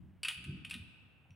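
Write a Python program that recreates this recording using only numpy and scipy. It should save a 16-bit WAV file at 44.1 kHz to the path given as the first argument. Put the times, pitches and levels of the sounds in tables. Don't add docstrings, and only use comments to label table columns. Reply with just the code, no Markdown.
import sys
import numpy as np
from scipy import signal
from scipy.fft import irfft
from scipy.io import wavfile

SR = 44100
rng = np.random.default_rng(int(sys.argv[2]) if len(sys.argv) > 2 else 0)


def digitize_waveform(pressure):
    field = np.atleast_2d(pressure).T
    bounded = np.clip(field, -1, 1)
    quanta = np.round(bounded * 32767).astype(np.int16)
    wavfile.write(sys.argv[1], SR, quanta)


N = 59535
CONTACT_S = 0.00063


def clacks():
    # t/s, knock level/dB, relative tick level/dB, hollow-mode boost/dB
    contacts = [(0.232, -30, -29, -8), (0.2333, -29.5, -34.5, -15.5), (0.2359, -33, -36, -2.5),
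                (0.2479, -27.5, -40, -1), (0.2495, -28, -32.5, 1), (0.2525, -26, -40, 2.5),
                (0.2544, -32.5, -33.5, 0), (0.2767, -39.5, -51, 8), (0.281, -31.5, -39, 6),
                (0.2834, -30.5, -32.5, 0.5), (0.2851, -23.5, -23, -3), (0.2848, -27.5, -32.5, 4),
                (0.2894, -36, -31.5, 5.5), (0.2982, -32.5, -40.5, 7), (0.3099, -33, -40, 3),
                (0.323, -47.5, -40, -2), (.3450, -46, -44, -3), (0.376, -38.5, -62, -10),
                (0.382, -46, -54, -7.5), (0.4419, -48, -42.5, -12), (0.4469, -40, -46, -8),
                (0.6483, -31, -50, -4.5), (0.6506, -40.5, -40.5, -3.5), (0.6964, -46.5, -44, -4),
                (.7000, -46.5, -37.5, -11), (0.7097, -30, -34, -1), (0.7109, -30, -39.5, -11.5),
                (0.7155, -42.5, -40.5, 1), (0.7324, -36, -51, 6), (.7405, -36, -33.5, 3),
                (0.7483, -40, -46, 4.5), (1.306, -55.5, -67.5, 0)]
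    # f/Hz, relative level/dB, t60/s
    bed_modes = [(878, -23.5, 0.033), (1280, -19.5, 0.053), (1505, -12.5, 0.034), (1828, -18.5, 0.048),
                 (2504, -5, 0.038), (2664.5, 2.5, 0.027), (2892, 0, 0.025), (3199, -6, 0.027),
                 (3615, -14.5, 0.032), (4040, -17, .01), (4510, -17.5, .012)]
    # f/Hz, relative level/dB
    tick_spectrum = [(300, -37.5), (900, -23), (2000, 0.5), (4600, -1), (5500, -7.5), (6700, -14),
                     (7900, -5.5), (8600, -3.5), (9600, 1.5), (10600, -4), (12000, -18.5), (16000, -23)]
    hollow_below_hz, scatter_db, detune = 2250, 2.5, .012
    tick_t60_s, tick_gain_db = 0.015, -7
    out, t = np.zeros(N), np.arange(4096) / SR
    hz, mode_db, t60_s = np.transpose(bed_modes)[:, :, None]
    onset = 1 - np.exp(-(t / CONTACT_S) ** 2)
    for start_s, knock_db, tick_db, hollow_db in contacts:
        struck_db = mode_db + hollow_db * (hz < hollow_below_hz)
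        strength = amp(struck_db + scatter_db * rng.standard_normal(hz.shape))
        struck_hz = hz * (1 + detune * rng.standard_normal(hz.shape))
        modes = strength * decay(t, t60_s) * np.sin(2 * np.pi * struck_hz * t)
        knock = onset * modes.sum(0) / np.linalg.norm(strength)
        tick = noise(tick_spectrum, len(t)) * decay(t, tick_t60_s)
        add(out, start_s, amp(knock_db) * knock + amp(tick_db + tick_gain_db) * tick)
    return out


def pings():
    # t/s, level/dB, f/Hz, t60/s
    tones = [(.2322, -35.5, 4615, .03), (.2322, -38, 7750, .018), (.7405, -45, 3592, 0.062),
             (1.306, -61, 5730, 0.013)]
    return damped_tones(tones, rise_s=CONTACT_S)


def hand_bumps():
    # t/s, level/dB, f/Hz, t60/s
    bumps = [(.14, -49, 157, 0.048), (.375, -46, 97, .12), (.468, -69, 199, .08), (.486, -41, 119, 0.081),
             (.522, -44, 112.7, .06), (.569, -46, 308.8, 0.075), (.752, -38, 232.6, 0.047),
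             (.795, -46.5, 88, 0.15), (1.255, -48, 780, .012), (1.31, -45.5, 106.3, 0.074)]
    return damped_tones(bumps, rise_s=.003)


def handling_rumble():
    # t/s, level before gains/dB
    swell = [(0, -53), (0.079, -54.5), (.19, -67.5), (.28, -62), (.34, -69), (0.391, -49.5), (.445, -54),
             (.48, -41.5), (.54, -44), (0.609, -55.5), (0.711, -57.5), (.76, -51.5), (0.811, -52.5),
             (0.891, -65), (1.02, -64.5), (1.07, -61), (1.13, -73.5), (1.262, -68.5), (1.32, -59),
             (1.35, -68.5)]
    # f/Hz, relative level/dB
    rumble_spectrum = [(25, -26), (50, -7), (75, -3.5), (105, 1), (160, -3), (230, -11), (320, -23.5),
                       (420, -37), (700, -67.5)]
    # f/Hz, relative level/dB
    body_spectrum = [(60, -39), (120, -9.5), (170, 2), (240, -4.5), (320, -9), (400, -25), (500, -43.5),
                     (700, -67)]
    rumble_gain_db, body_gain_db = -5, -8
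    pivot_db, body_db_per_db = -46, 1.56
    swell_db = envelope_db(swell)
    body_db = pivot_db + body_db_per_db * (swell_db - pivot_db)
    rumble = amp(swell_db + rumble_gain_db) * noise(rumble_spectrum, N)
    body = amp(body_db + body_gain_db) * noise(body_spectrum, N)
    return rumble + body


def room(direct):
    # f/Hz, t60/s
    late_t60 = [(100, 1.15), (1400, 2.5), (2700, 1.5), (4500, 1.07), (7000, 0.88), (10000, 0.6),
                (15000, 0.36)]
    # f/Hz, relative level/dB
    late_colour = [(100, -3), (400, -3), (900, -2.5), (1450, -1), (2100, -6), (2650, -1.5), (3200, -4.5),
                   (4600, -4.5), (7000, -8.5), (10000, -7.5), (15000, -9)]
    near_db, near_t60_s, late_db = -4, .18, -7.5
    near = reflections(delay_s=.004, t60=[(1, near_t60_s)], colour=[(1, 0)])
    mid, side = [reflections(delay_s=.04, t60=late_t60, colour=late_colour) for _ in range(2)]
    response = amp(near_db) * near + amp(late_db) * stereo(mid, side, width=0.83)
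    return direct + signal.fftconvolve(direct[None], response, axes=1)[:, :N]


def reflections(delay_s, t60, colour, slot_samples=16):
    taps = np.zeros(N)
    slots = np.arange(0, N - slot_samples, slot_samples)
    taps[slots + rng.integers(0, slot_samples, len(slots))] = rng.choice([-1., 1.], len(slots))
    hz, t, bands = signal.stft(taps, SR, nperseg=256)
    bands = bands * decay(t, at_hz(t60, hz)[:, None])
    bands = bands / np.linalg.norm(bands, axis=1, keepdims=True).clip(1e-9)
    flat_norm = np.linalg.norm(signal.istft(bands, SR)[1])
    tail = signal.istft(bands * amp(at_hz(colour, hz))[:, None], SR)[1] / flat_norm
    out = np.zeros(N)
    add(out, delay_s, tail)
    return out


def room_noise():
    # t/s, level/dB
    drone_level = [(0, -57.5), (.3, -70.5), (1.35, -75)]
    # f/Hz, relative level/dB
    drone_spectrum = [(25, -23), (50, -10), (80, 1.5), (160, 1), (250, -11), (330, -14.5), (450, -36),
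                      (700, -67)]
    # f/Hz, relative level/dB
    hiss_spectrum = [(30, -10), (300, 2.5), (500, -0.5), (800, -2), (1400, -6), (2200, -8), (3000, -9),
                     (4200, -23.5), (6500, -29), (9500, -24.5), (12000, -31.5), (16000, -22)]
    hiss_db = -76
    drone = stereo(noise(drone_spectrum, N), noise(drone_spectrum, N), width=0.78)
    hiss = stereo(noise(hiss_spectrum, N), noise(hiss_spectrum, N), width=0.23)
    return amp(envelope_db(drone_level)) * drone + amp(hiss_db) * hiss


def damped_tones(table, rise_s):
    out, t = np.zeros(N), np.arange(SR // 2) / SR
    onset = 1 - np.exp(-t / rise_s)
    for start_s, db, hz, t60_s in table:
        add(out, start_s, amp(db) * onset * decay(t, t60_s) * np.sin(2 * np.pi * hz * t))
    return out


def noise(spectrum, size):
    hz = np.fft.rfftfreq(size, 1 / SR)
    phasors = np.exp(2j * np.pi * rng.random(len(hz)))
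    x = irfft(phasors * amp(at_hz(spectrum, hz)), size)
    return x / np.sqrt(np.mean(x ** 2) + 1e-20)


def amp(db):
    return 10 ** (np.asarray(db) / 20)


def decay(t, t60_s):
    return np.exp(-np.log(1000) * t / t60_s)


def envelope_db(points):
    return np.interp(np.arange(N) / SR, *np.transpose(points))


def at_hz(points, hz):
    point_hz, value = np.transpose(points)
    return np.interp(np.log(hz + 1), np.log(point_hz + 1), value)


def add(mix, start_s, sound):
    part = mix[max(round(start_s * SR), 0):][:len(sound)]
    part += sound[:len(part)]


def stereo(mid, side, width):
    return np.array([mid + width * side, mid - width * side])


def scene():
    return room(clacks() + pings() + handling_rumble() + hand_bumps()) + room_noise()


def record(dry):
    fade_in_s, cutoff_hz = .004, 16100
    eased = dry * np.minimum(np.arange(N) / SR / fade_in_s, 1)
    lowpass_taps = signal.firwin(511, cutoff_hz, window=("kaiser", 9), fs=SR)
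    return signal.oaconvolve(eased, lowpass_taps[None], "same")


dry = scene()
out = record(dry)
digitize_waveform(out)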